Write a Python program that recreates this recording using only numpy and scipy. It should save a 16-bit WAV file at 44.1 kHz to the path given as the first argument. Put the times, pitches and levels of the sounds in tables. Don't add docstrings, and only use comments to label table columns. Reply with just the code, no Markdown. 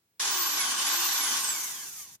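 import sys
import numpy as np
from scipy import signal
from scipy.fft import rfft, irfft, next_fast_len
from scipy.io import wavfile
from scipy.ndimage import map_coordinates

SR = 44100
rng = np.random.default_rng(int(sys.argv[2]) if len(sys.argv) > 2 else 0)


def materialize(psi):
    bounded = np.clip(np.atleast_2d(psi).T, -1, 1)
    quanta = np.round(bounded * 32767).astype(np.int16)
    wavfile.write(sys.argv[1], SR, quanta)


N = 97020
T = np.arange(N) / SR


def amp(db):
    return 10 ** (np.asarray(db) / 20)

def unit(x):
    return x / np.sqrt(np.mean(x ** 2) + 1e-20)

def along(points, hz):
    freqs, values = np.transpose(points)
    return np.interp(np.log(hz + 1), np.log(freqs + 1), values)

def curves(rows):
    times, *columns = np.transpose(rows)
    return [np.interp(T, times, column) for column in columns]

def wobble(rate):
    return map_coordinates(rng.standard_normal(int(N * rate / SR) + 4), [T * rate])

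def noise():
    return rng.standard_normal((2, N))

def filtered(x, response):
    size = next_fast_len(N + SR // 2)
    return irfft(rfft(x, size) * response(np.fft.rfftfreq(size, 1 / SR)), size)[..., :N]

def pan(db):
    return amp(np.array([[.5], [-.5]]) * db)

# frequency in Hz, left-right correlation.
EAR_LIKENESS = [(30, 0.62), (120, 0.95), (330, 1), (700, 0.75), (1400, 0.33), (2600, -0.01), (6000, -0.14),
                (14000, -0.048)]
def spread(pair):
    def mid_side(hz):
        angle = np.arccos(np.clip(along(EAR_LIKENESS, hz), -1, 1)) / 2
        return np.array([np.cos(angle), np.sin(angle)])
    mid, side = filtered(pair, mid_side)
    return np.array([mid + side, mid - side])

# frequency in Hz, left minus right in dB.
BALANCE = [(500, 1), (3000, -3), (4800, 3), (6200, -1), (7300, -3), (8600, 3), (11000, 3), (13500, -1.5)]
def coloured(pair, spectrum):
    return unit(filtered(spread(pair), lambda hz: amp(along(spectrum, hz)) * pan(along(BALANCE, hz))))

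def scattered(x, echo_db=-5, t60_s=.037):
    t = np.arange(SR // 16) / SR
    tail = rng.standard_normal((2, len(t))) * amp(-60 * t / t60_s)
    echo = signal.fftconvolve(x, tail / np.linalg.norm(tail[0]), axes=1)[:, :N]
    return unit(x + amp(echo_db) * echo)

def tone(turns, order, flutter, rate, ear_phase_rad=.7):
    sway = [np.exp(1j * rng.normal(0, ear_phase_rad)) + flutter * (wobble(rate) + 1j * wobble(rate))
            for _ in range(2)]
    return unit(np.real(np.array(sway) * np.exp(2j * np.pi * order * turns)))

def radiated(levels, hz, cut_hz):
    return amp(along(levels, hz)) / np.sqrt(1 + (cut_hz / hz) ** 10)


# frequency in Hz, relative level in dB.
AIR_SPECTRUM = [(15, -50), (25, -26), (89, -2.5), (445, -10.5), (684, -14), (3830, -15.5), (12500, -18)]
def outdoor_air(level_db=-75.5):
    return amp(level_db) * coloured(noise(), AIR_SPECTRUM)

# frequency in Hz, relative level in dB.
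DRONE_SPECTRUM = [(30, -35), (70, -2.5), (110, 0), (230, 0), (280, -16), (370, -6), (500, -13),
                  (1200, -27.5)]
def drone(level_db=-68.5):
    return amp(level_db) * coloured(noise(), DRONE_SPECTRUM)

# frequency in Hz, relative level in dB.
RUMBLE_SPECTRUM = [(25, -38), (45, -40), (90, -8), (160, -5.5), (250, 2), (370, 7), (500, -1), (700, 3),
                   (1200, -21)]
def rumble(rattle_db, follow=.78):
    level_db = -52 + follow * (rattle_db - rattle_db.max()) + wobble(25.33)
    return amp(level_db) * coloured(noise(), RUMBLE_SPECTRUM)

# pitch in Hz, level in dB before the low cut.
HUM_LEVELS = [(190, -67), (220, -61.5), (260, -58.5), (320, -58), (355, -52.5), (378, -57), (420, -58.5)]
def shaft_hum(speed, turns):
    gain = radiated(HUM_LEVELS, speed, cut_hz=195) * amp(1.6 * wobble(25.1))
    return gain * np.sqrt(2) * np.sin(2 * np.pi * turns)

# pitch in Hz, level in dB.
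RING_LEVELS = [(800, -87), (1000, -71), (1230, -61.5), (1420, -70), (1660, -54.5), (1850, -68), (2150, -53),
               (2500, -82)]
def gear_ring(speed, turns, order=13.88):
    level_db = along(RING_LEVELS, order * speed) + wobble(40)
    return amp(level_db) * np.sqrt(2) * np.sin(2 * np.pi * order * turns)

# time in seconds, level in dB.
BRUSH_LEVELS = [(.2, -43.5), (.7, -39.5), (.9, -38), (1.3, -36), (1.6, -33.5), (1.76, -40), (1.93, -42.5),
                (2.02, -42.5), (2.06, -50), (2.15, -53)]
# frequency in Hz, relative level in dB.
BRUSH_SPECTRUM = [(1000, -21.5), (2400, -4), (3700, -33), (4700, 0), (6500, 9), (8300, 4.5), (10000, 6.5),
                  (11300, 1.5), (12600, 5.5), (13800, 7), (14600, -2), (15600, -13)]
def brush_hiss():
    level_db, = curves(BRUSH_LEVELS)
    return amp(level_db + 1.3 * wobble(70)) * scattered(coloured(noise(), BRUSH_SPECTRUM))

# pitch in Hz, level in dB before the low cut.
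WHINE_LEVELS = [(5400, -58), (6100, -46), (6800, -42), (7400, -37.5), (7900, -32.5), (8600, -32.5),
                (9200, -44), (10300, -37), (11500, -35), (13500, -33.5), (15500, -34)]
def motor_whine(speed, turns, order=40):
    core = tone(turns, order, flutter=.55, rate=70)
    edge = amp(-11) * tone(turns, order, flutter=1.9, rate=250)
    waver = amp(2.2 * wobble(59.74))
    return radiated(WHINE_LEVELS, order * speed, cut_hz=5200) * unit(waver * (core + edge))

# multiple of the shaft speed, relative level in dB.
MESH_TONES = [(7.94, -21), (12.31, -18.5), (13.27, -22.5), (13.88, -22.5), (17.44, -26), (18.5, -25),
              (24.62, -17), (27.16, -20.5), (36.9, -17), (49.15, -18), (54.8, -19), (61.55, -16),
              (73.88, -14), (86.17, -15.5)]
# frequency in Hz, gain in dB.
MESH_RADIATION = [(700, -14), (1100, -8), (1550, -4), (1850, -12), (2200, 7.5), (2500, -5), (3000, 3),
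                  (3500, 0), (3850, -4), (4200, 2), (4750, 2.5), (5300, -2), (6200, 6), (7500, -3),
                  (8500, -7), (9500, -3), (11000, -7), (15000, -17), (17000, -82)]
def gear_tones(speed, turns, slack_hz=150, stall_hz=85):
    stall_fade = 1 / np.sqrt(1 + (stall_hz / speed) ** 10)
    jitter_rad = .36 * np.maximum(slack_hz / speed, 1)
    total = 0
    for order, db in MESH_TONES:
        backlash = jitter_rad * wobble(170) / (2 * np.pi * order)
        level_db = db + along(MESH_RADIATION, order * speed) + 2.4 * wobble(23.93)
        total += amp(level_db) * tone(turns + backlash, order, flutter=.35, rate=40)
    return stall_fade * total

def tooth_ticks(turns, per_turn=12.31, scatter_db=2.5):
    count = int(turns[-1] * per_turn)
    timing, *sizes = rng.standard_normal((count, 3)).T
    tick_turns = (np.arange(count) + .3 * timing) / per_turn
    at = np.interp(tick_turns, turns, np.arange(N)).astype(int)
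    strengths = [rng.choice([-1, 1], count) * amp(scatter_db * size) for size in sizes]
    return unit(np.array([np.bincount(at, strength, N) for strength in strengths]))

# centre in Hz, width in Hz, relative level in dB, left minus right in dB.
HOUSING_MODES = [(867, 243, -11.5, 0.5), (1083, 96, 1, 1.5), (1211, 55, -2.5, 4.5), (1490, 172, -2.5, 6),
                 (1682, 160, -6.5, 2.5), (2275, 91, -12, 6), (3075, 102, -2, 1.5), (3117, 57, -13.5, -16),
                 (3340, 180, -13.5, 7), (4000, 73, -22, -12), (4746, 69, -5.5, -11.5),
                 (5713, 104, -2.5, -6), (6450, 110, -13, -6), (7600, 190, -4, 1.5)]
def housing(hz):
    return sum((-1) ** k * amp(db) * pan(lean) * 1j * hz * width / (centre**2 - hz**2 + 1j * hz * width)
               for k, (centre, width, db, lean) in enumerate(HOUSING_MODES))

def housing_peaks(hz):
    response = housing(hz)
    return (np.abs(response) / np.abs(response).max()) ** 2 * response

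# multiple of the shaft speed, relative level in dB.
SHAKE_TONES = [(3.06, -18), (3.62, -27), (4.82, -21.5), (6.34, -25)]
def housing_rattle(turns):
    throb = sum(amp(db) * tone(turns, order, flutter=.35, rate=50)[0] for order, db in SHAKE_TONES)
    chatter = spread(tooth_ticks(turns) + .5 * noise())
    return unit(filtered(chatter, housing) + filtered(throb, housing_peaks))

# frequency in Hz, relative level in dB.
RASP_SPECTRUM = [(60, -50), (500, -28.5), (800, -6.5), (1300, -20.5), (1900, -3), (2500, -5.5),
                 (3200, -1.5), (3700, -1.5), (4500, -2), (5200, -2.5), (6000, 2.5), (6800, 0), (7700, -7),
                 (8800, -9), (11000, -10.5), (15500, -28)]
def rasp(turns):
    flicker = amp(1.08 * wobble(89.64))
    grit = .78 * tooth_ticks(turns) + noise()
    return flicker * scattered(coloured(grit, RASP_SPECTRUM))

# time in seconds, turns per second.
SHAFT_SPEED = [(.19, 407.5), (.25, 417.5), (.3, 402.5), (.4, 356.2), (.52, 309), (.65, 263.9), (.78, 221.4),
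               (.81, 218.4), (.86, 266.5), (.92, 309.9), (.98, 339.8), (1.03, 356), (1.15, 306.5),
               (1.3, 253.7), (1.5, 196.1), (1.7, 146.3), (1.9, 105), (2.15, 62.8)]
# time in seconds, relative rattle level in dB, relative scrape level in dB.
DRILL_LEVELS = [(0.21, -42, -31.5), (0.226, -39, -32.5), (0.57, -37.5, -35), (0.574, -35, -33),
                (0.73, -37.5, -33), (0.742, -36, -37), (0.812, -37, -31), (0.946, -34.5, -32),
                (0.972, -40.5, -32.5), (1.026, -35.5, -32), (1.096, -39, -32.5), (1.364, -36, -33),
                (1.418, -40.5, -36.5), (1.466, -37.5, -36), (1.864, -53, -48), (1.924, -61, -52),
                (1.994, -65, -50.5), (2.14, -65.5, -56)]
def drill(start_s=.195, attack_s=.0054, stop_s=2.154, release_s=.007):
    speed, = curves(SHAFT_SPEED)
    turns = np.cumsum(speed * (1 + .0012 * wobble(40))) / SR
    rattle_db, scrape_db = curves(DRILL_LEVELS)
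    rattle = amp(rattle_db + 2.5 + .78 * wobble(60.53)) * housing_rattle(turns)
    scrape = amp(scrape_db) * (amp(2) * rasp(turns) + amp(4) * gear_tones(speed, turns))
    noises = brush_hiss() + rumble(rattle_db) + drone()
    tones = motor_whine(speed, turns) + shaft_hum(speed, turns) + gear_ring(speed, turns)
    attack = np.clip((T - start_s) / attack_s, 0, 1)
    release = np.exp(-np.maximum(T - stop_s, 0) / release_s)
    return attack * release * (rattle + scrape + noises + tones)

def scene():
    return drill() + outdoor_air()

TOP_HZ = 15900
def record(dry):
    return filtered(dry, lambda hz: hz < TOP_HZ)


dry = scene()
out = record(dry)
materialize(out)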